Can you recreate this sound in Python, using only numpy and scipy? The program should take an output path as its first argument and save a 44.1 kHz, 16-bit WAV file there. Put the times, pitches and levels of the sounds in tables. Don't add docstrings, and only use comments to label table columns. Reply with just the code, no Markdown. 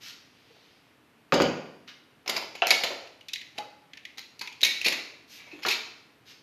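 import sys
import numpy as np
from scipy import signal
from scipy.fft import rfft, irfft
from scipy.io import wavfile

SR = 44100
rng = np.random.default_rng(int(sys.argv[2]) if len(sys.argv) > 2 else 0)


def bounce(signal):
    frames = np.transpose(np.atleast_2d(signal))
    limited = np.clip(frames, -1, 1)
    pcm = np.round(limited * 32767).astype(np.int16)
    wavfile.write(sys.argv[1], SR, pcm)


N = 283122
SIZE = 49152
T = np.arange(SIZE) / SR
HZ = np.maximum(np.arange(SIZE // 2 + 1) * SR / SIZE, 1)

# t/s, corner level/dB, weight level/dB
LANDINGS = [(1.3231, -19.5, -18), (1.4018, -22.5, -20)]
# t/s, level/dB, centre f/Hz, spread/octaves
KNOCKS = [(.503, -56, 454, 0.12), (.565, -59, 666, 0.11), (2.261, -43, 796, 2.8), (2.291, -33, 600, 2.1),
          (2.620, -23, 2690, 0.37), (2.621, -25, 1240, 0.25), (2.622, -22, 674, 0.21),
          (2.708, -27, 716, 0.77), (2.838, -33.5, 620, 0.3), (2.906, -35, 570, 0.97),
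          (3.583, -41, 720, 0.57), (3.587, -34, 836, 0.03), (4.4122, -41.5, 960, 0.18),
          (4.626, -40.5, 315, 0.72), (4.860, -33, 320, 0.7), (5.53, -39, 310, 0.094),
          (5.6505, -27, 1360, 0.59), (5.654, -32, 374, 0.25)]
# t/s, level/dB, favoured f/Hz, its boost/dB, bass/dB, decay/s
CLACKS = [(2.277, -29.5, 5140, 13, 3.5, 0.0033), (2.363, -26, 5040, 14, 1, 0.0074),
          (2.5516, -39, 3360, 5, 8, 0.0048), (2.6695, -23.5, 2480, 0, -1.5, 0.0017),
          (2.706, -16.5, 4700, 9.5, -15, 0.0022), (2.7105, -19, 1750, 5.5, -15, 0.0037),
          (2.835, -23.5, 2890, 3, 0.5, 0.0054), (4.18, -47, 5000, 15, -10, 0.0042),
          (4.192, -43, 4020, 8, -15, 0.0014), (4.411, -33.5, 4380, 8.5, -2, 0.0064),
          (4.631, -21.5, 3850, 23, -22, 0.001), (4.634, -16, 3830, 18.5, -18.5, 0.0013),
          (4.6390, -26, 3880, 2, -20, 0.0017), (4.647, -19.5, 2540, -2, -15, 0.0065),
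          (4.8132, -30.5, 2560, 12, -9, 0.0042), (4.8447, -21.5, 2570, 6, -15, 0.011),
          (4.8603, -20.5, 4340, 5.5, -9.5, 0.0079), (4.884, -24.5, 2660, 13.5, -14, 0.00089),
          (4.922, -27.5, 2490, 5.5, 0, 0.0073), (5.462, -47, 2270, 10, 8, 0.037),
          (5.506, -43, 2560, 13.5, 3, 0.042), (5.6294, -35.5, 5260, 8, -6, 0.012),
          (5.661, -26.5, 4140, 8, 5, 0.0072), (5.6835, -24, 3700, 2, -22, 0.006),
          (5.7, -22.5, 3970, 0, -31, 0.021)]
# t/s, level/dB, f/Hz
TICKS = [(3.0727, -49, 2700), (3.209, -50, 2920), (3.2837, -38.5, 3700), (3.2919, -44.5, 2470),
         (3.3331, -28, 3880), (3.3570, -35, 2030), (3.413, -41, 1820), (3.579, -39.5, 2600),
         (3.583, -38, 4020), (3.9332, -44, 1760), (3.972, -43, 1660), (4.051, -38, 1990),
         (4.392, -41.5, 4430), (4.418, -44.5, 4420), (4.473, -34.5, 2400), (4.525, -43, 2560),
         (4.607, -41, 3640), (4.614, -33.5, 4000), (5.622, -46, 2580)]
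# t/s, duration/s, level/dB, bass/dB, treble/dB
SCRAPES = [(2.27, 0.2, -40.5, 11, 4), (2.291, 0.019, -25.5, -5.5, 12), (3.555, 0.055, -44.5, 7.5, 1),
           (4.172, 0.025, -39, -7, -1), (5.34, 0.14, -52, -5, -26), (5.49, 0.32, -52, 12, 2),
           (5.655, 0.053, -45, -24, 15)]
# t/s, duration/s, level/dB, bass/dB, treble/dB
BRUSHES = [(0, 0.14, -45.5, -4, 12.5), (.15, 0.81, -65.5, -23, 0), (1.872, 0.034, -44.5, -1, -1),
           (5.27, 0.14, -51, -10, 17.5), (6.25, 0.091, -52, -6, 8.5)]
# f/Hz, relative level/dB
THUMP_COLOUR = [(40, -35.5), (70, 4.5), (115, -2), (150, 4), (240, 2.5), (560, 1.5), (1000, -2.5),
                (1400, -3), (1800, -4.5), (2900, -1), (3500, -6), (7000, -12), (8200, -49.5),
                (14000, -17.5)]
RATTLE_COLOUR = [(300, -25), (2300, -14), (2950, -4), (3500, -18), (4200, -12), (4700, 1), (5100, -7),
                 (5600, -19), (6600, -9), (8200, -30), (13500, -28)]
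SHELL_COLOUR = [(60, -23), (250, -8.5), (700, -3.5), (1500, -6.5), (2300, 6), (3300, -3), (4200, -0.5),
                (5700, -9), (6900, -10), (7900, -26), (9500, -25.5), (11000, -20), (13300, -17),
                (14500, -42)]
CREAK_COLOUR = [(200, -58.5), (1250, -36), (1600, -12.5), (1950, -4), (2400, 1.5), (3200, -1.5), (4100, -4),
                (6800, -12), (8200, -28.5), (13000, -21), (14500, -37.5)]
BRUSH_COLOUR = [(25, -20), (120, 0), (700, -9.5), (1600, 6.5), (3000, 7.5), (4800, 3.5), (6500, -6),
                (8200, -24), (10500, -24.5), (13000, -13.5), (14500, -46)]
# f/Hz, relative peak level/dB, T60/s
THUMP_TONES = [(99, 11, .6), (153, 13, .8), (191, 13, .6), (241, 15, .65), (253, 14, .55), (328, 12, .5),
               (381, 16, .45), (468, 12, .45), (544, 20, .4), (580, 19, .42), (759, 16, .35),
               (885, 17, .45), (1062, 15, .5), (1362, 11, .37)]
# f/Hz, relative peak level/dB, T60/s
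METAL_MODES = [(2934, 19, .4), (3074, 17, .5), (3881, 16, .6), (4565, 15, .3), (4770, 14, .38),
               (5000, 11, .35), (6508, 19, .44), (6700, 16, .4), (7520, 20, .3)]
SHELL_MODES = [(1836, 16, .4), (2025, 17, .45), (2330, 13, .5), (2535, 16, .55), (2730, 12, .4),
               (3100, 12, .42), (3711, 15, .45), (3903, 15, .45), (4058, 14, .4), (4300, 14, .4),
               (4516, 14, .3), (4791, 12, .5), (5140, 11, .3), (6309, 12, .3)]
# f/Hz, T60/s
ROOM_T60 = [(100, 0.59), (260, 0.8), (700, 0.71), (1800, 0.73), (3000, 0.61), (5000, 0.7), (8000, 0.53),
            (13000, 0.42)]
# f/Hz, relative level/dB
HISS_SPECTRUM = [(15, -56.5), (25, -35.5), (113, -6.5), (187, -9), (301, -4), (372, -11), (436, -8),
                 (511, -13), (2570, -16.5), (7420, -34), (14000, -33)]


def landings(tails):
    out, ring = np.zeros(N), ringing(THUMP_TONES)
    weight_lag_s = .0048
    for s, corner_db, weight_db in LANDINGS:
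        tail = spot(tails, s)
        corner = bump(tail, ring, hz=1210, octaves=0.58, lowest_hz=72, decay_s=0.0014, room_db=-15)
        weight = bump(tail, ring, hz=415, octaves=1.19, lowest_hz=72, decay_s=0.0094, room_db=3.5)
        add(out, s, amp(corner_db) * corner)
        add(out, s + weight_lag_s, amp(weight_db) * weight)
    return out


def knocks(tails):
    out, ring = np.zeros(N), ringing(THUMP_TONES)
    for s, db, hz, octaves in KNOCKS:
        hardness = hz / 710
        lowest_hz = 285 * hardness ** 0.28
        decay_s = 0.0071 / hardness ** 0.15
        room_db = 2.5 + 1.5 * np.log2(octaves / 0.64)
        add(out, s, amp(db) * bump(spot(tails, s), ring, hz, octaves, lowest_hz, decay_s, room_db))
    return out


def bump(tail, ring, hz, octaves, lowest_hz, decay_s, room_db, hard_s=0.0047, loaded_hz=90):
    band_db = -17 * np.log10(1 + .5 * (np.log2(HZ / hz) / octaves) ** 2)
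    low_cut_db = -20 * np.log10(1 + (lowest_hz / HZ) ** 3)
    tone_db = read(THUMP_COLOUR, HZ) + band_db + low_cut_db + panel_ripple(3.6, 90.3)
    snap = 1.12 * min(hard_s / decay_s, 1) ** 2
    touch = contact(decay_s / 10, decay_s, snap)
    swing_db = accent(hz, boost_db=4, octaves=0.1)
    thump = colour(touch, tone_db + swing_db)
    load = min(loaded_hz / lowest_hz, 1)
    aftersound = colour(amp(-4) * tail + load * amp(-7.5) * ring, tone_db)
    return thump + amp(room_db) * aftersound


def rattles(tails, lag_s=.0172, below_corner_db=6):
    out, ring = np.zeros(N), ringing(METAL_MODES)
    for s, corner_db, _ in LANDINGS:
        blow = contact(rise_s=0.00021, decay_s=0.0071) + amp(-7) * (spot(tails, s) + ring)
        add(out, s + lag_s, amp(corner_db - below_corner_db) * colour(blow, read(RATTLE_COLOUR, HZ)))
    return out


def clacks(tails):
    out, ring = np.zeros(N), ringing(SHELL_MODES)
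    for s, db, hz, boost_db, bass_db, decay_s in CLACKS:
        treble_db = 2.5 * np.log2(0.011 / decay_s)
        tone_db = read(SHELL_COLOUR, HZ) + accent(hz, boost_db, octaves=0.08)
        tone_db += shelves(bass_db, treble_db)
        room_db = -2 - 0.24 * boost_db
        aftersound = spot(tails, s) + amp(-5) * ring
        blow = contact(decay_s / 4, decay_s) + amp(room_db) * aftersound
        add(out, s, amp(db) * colour(blow, tone_db + panel_ripple(4.3, 107.13)))
    return out


def ticks(tails):
    out = np.zeros(N)
    for s, db, hz in TICKS:
        treble_db = 12.5 * np.log2(hz / 2600)
        tone_db = read(CREAK_COLOUR, HZ) + accent(hz, boost_db=10.5, octaves=.11)
        tone_db += shelves(0, treble_db, treble_hz=4630)
        blow = contact(rise_s=0.0018, decay_s=0.0037) + amp(-8) * spot(tails, s)
        add(out, s, amp(db) * colour(blow, tone_db))
    return out


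def friction(strokes, timbre, tails, grain_db, room_db, ripple_db):
    out = np.zeros(N)
    for s, length_s, db, bass_db, treble_db in strokes:
        grip = np.repeat(rng.standard_normal(SIZE // 64), 64)
        slips = unit(rng.standard_normal(SIZE) * amp(grain_db * grip)) * np.sqrt(SIZE)
        slips *= np.sin(np.pi * np.minimum(T / length_s, 1))
        reverberation = signal.fftconvolve(slips, spot(tails, s))[:SIZE]
        tone_db = read(timbre, HZ) + shelves(bass_db, treble_db) + panel_ripple(ripple_db, 100)
        add(out, s, amp(db) * colour(slips + amp(room_db) * reverberation, tone_db))
    return out


def contact(rise_s, decay_s, snap=0):
    envelope = (1 - np.exp(-T / max(rise_s, 1 / SR))) * np.exp(-T / max(decay_s, 1 / SR))
    crowd = unit(rng.standard_normal(SIZE) * (envelope + 1e-12))
    crowd[0] += snap
    return unit(crowd)


def ringing(tones):
    hz, db, t60 = np.transpose(tones)[:, :, None]
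    tau = t60 / np.log(1000)
    return np.sum(2 * amp(db) / (tau * SR) * np.exp(-T / tau) * np.sin(2 * np.pi * hz * T), axis=0)


def panel_ripple(depth_db, spacing_hz):
    steps = rng.standard_normal(SIZE)
    return depth_db * np.interp(HZ / spacing_hz, np.arange(SIZE), steps) * HZ / (HZ + 700)


def accent(hz, boost_db, octaves):
    return boost_db / (1 + (np.log2(HZ / hz) / octaves) ** 2)


def shelves(bass_db, treble_db, bass_hz=1400, treble_hz=5500):
    return bass_db / (1 + (HZ / bass_hz) ** 4) + treble_db / (1 + (treble_hz / HZ) ** 4)


def room_tails(count=12, build_s=0.0083, patchiness=0.71, absorbed_db=-2):
    centres_hz = np.geomspace(100, 13000, count)
    split = np.array([np.interp(np.log(HZ), np.log(centres_hz), row) for row in np.eye(count)])
    t60 = read(ROOM_T60, centres_hz)[:, None]
    envelope = np.exp(-np.log(1000) * T / t60) * (1 - np.exp(-(T / build_s) ** 2))
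    share = np.sqrt(t60 * split.sum(axis=1, keepdims=True))
    share *= amp(absorbed_db * centres_hz[:, None] / centres_hz[-1])
    unevenness = patchiness * np.exp(-T / 0.11)
    tails = []
    for _ in range(count):
        echoes = rng.standard_normal(SIZE) * np.exp(unevenness * rng.standard_normal(SIZE))
        bands = irfft(rfft(echoes) * split) * envelope
        tails.append(unit(np.sum(share * bands / bands.std(axis=1, keepdims=True), axis=0)))
    return tails


def spot(tails, s):
    return tails[int(2 * s) % len(tails)]


def hiss(rms_db=-61.5):
    hz = np.maximum(np.arange(N // 2 + 1) * SR / N, 1)
    spectrum = rfft(rng.standard_normal(N)) * amp(read(HISS_SPECTRUM, hz))
    return amp(rms_db) * np.sqrt(N) * unit(irfft(spectrum, N))


def colour(x, db):
    gain = amp(db)
    cepstrum = irfft(np.log(gain / np.sqrt(np.mean(gain ** 2))))
    cepstrum[1:SIZE // 2] *= 2
    cepstrum[SIZE // 2 + 1:] = 0
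    return irfft(rfft(x) * np.exp(rfft(cepstrum)))


def amp(db):
    return 10 ** (np.asarray(db) / 20)


def read(points, hz):
    f, value = np.transpose(points)
    return np.interp(np.log(hz), np.log(f), value)


def unit(x):
    return x / np.sqrt(np.sum(x ** 2))


def add(out, s, x):
    i = max(int(s * SR), 0)
    out[i:i + len(x)] += x[:max(N - i, 0)]


def scene():
    tails = room_tails()
    blows = landings(tails) + knocks(tails) + clacks(tails) + rattles(tails) + ticks(tails)
    blows *= np.sqrt(.01 * SR)
    scrapes = friction(SCRAPES, SHELL_COLOUR, tails, grain_db=6, room_db=-6, ripple_db=5)
    brushes = friction(BRUSHES, BRUSH_COLOUR, tails, grain_db=2, room_db=-2, ripple_db=0.5)
    return (blows + scrapes + brushes + hiss())[None]


def record(dry):
    cutoff_hz = 13900
    return signal.sosfilt(signal.ellip(8, .2, 70, cutoff_hz, fs=SR, output="sos"), dry)


dry = scene()
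out = record(dry)
bounce(out)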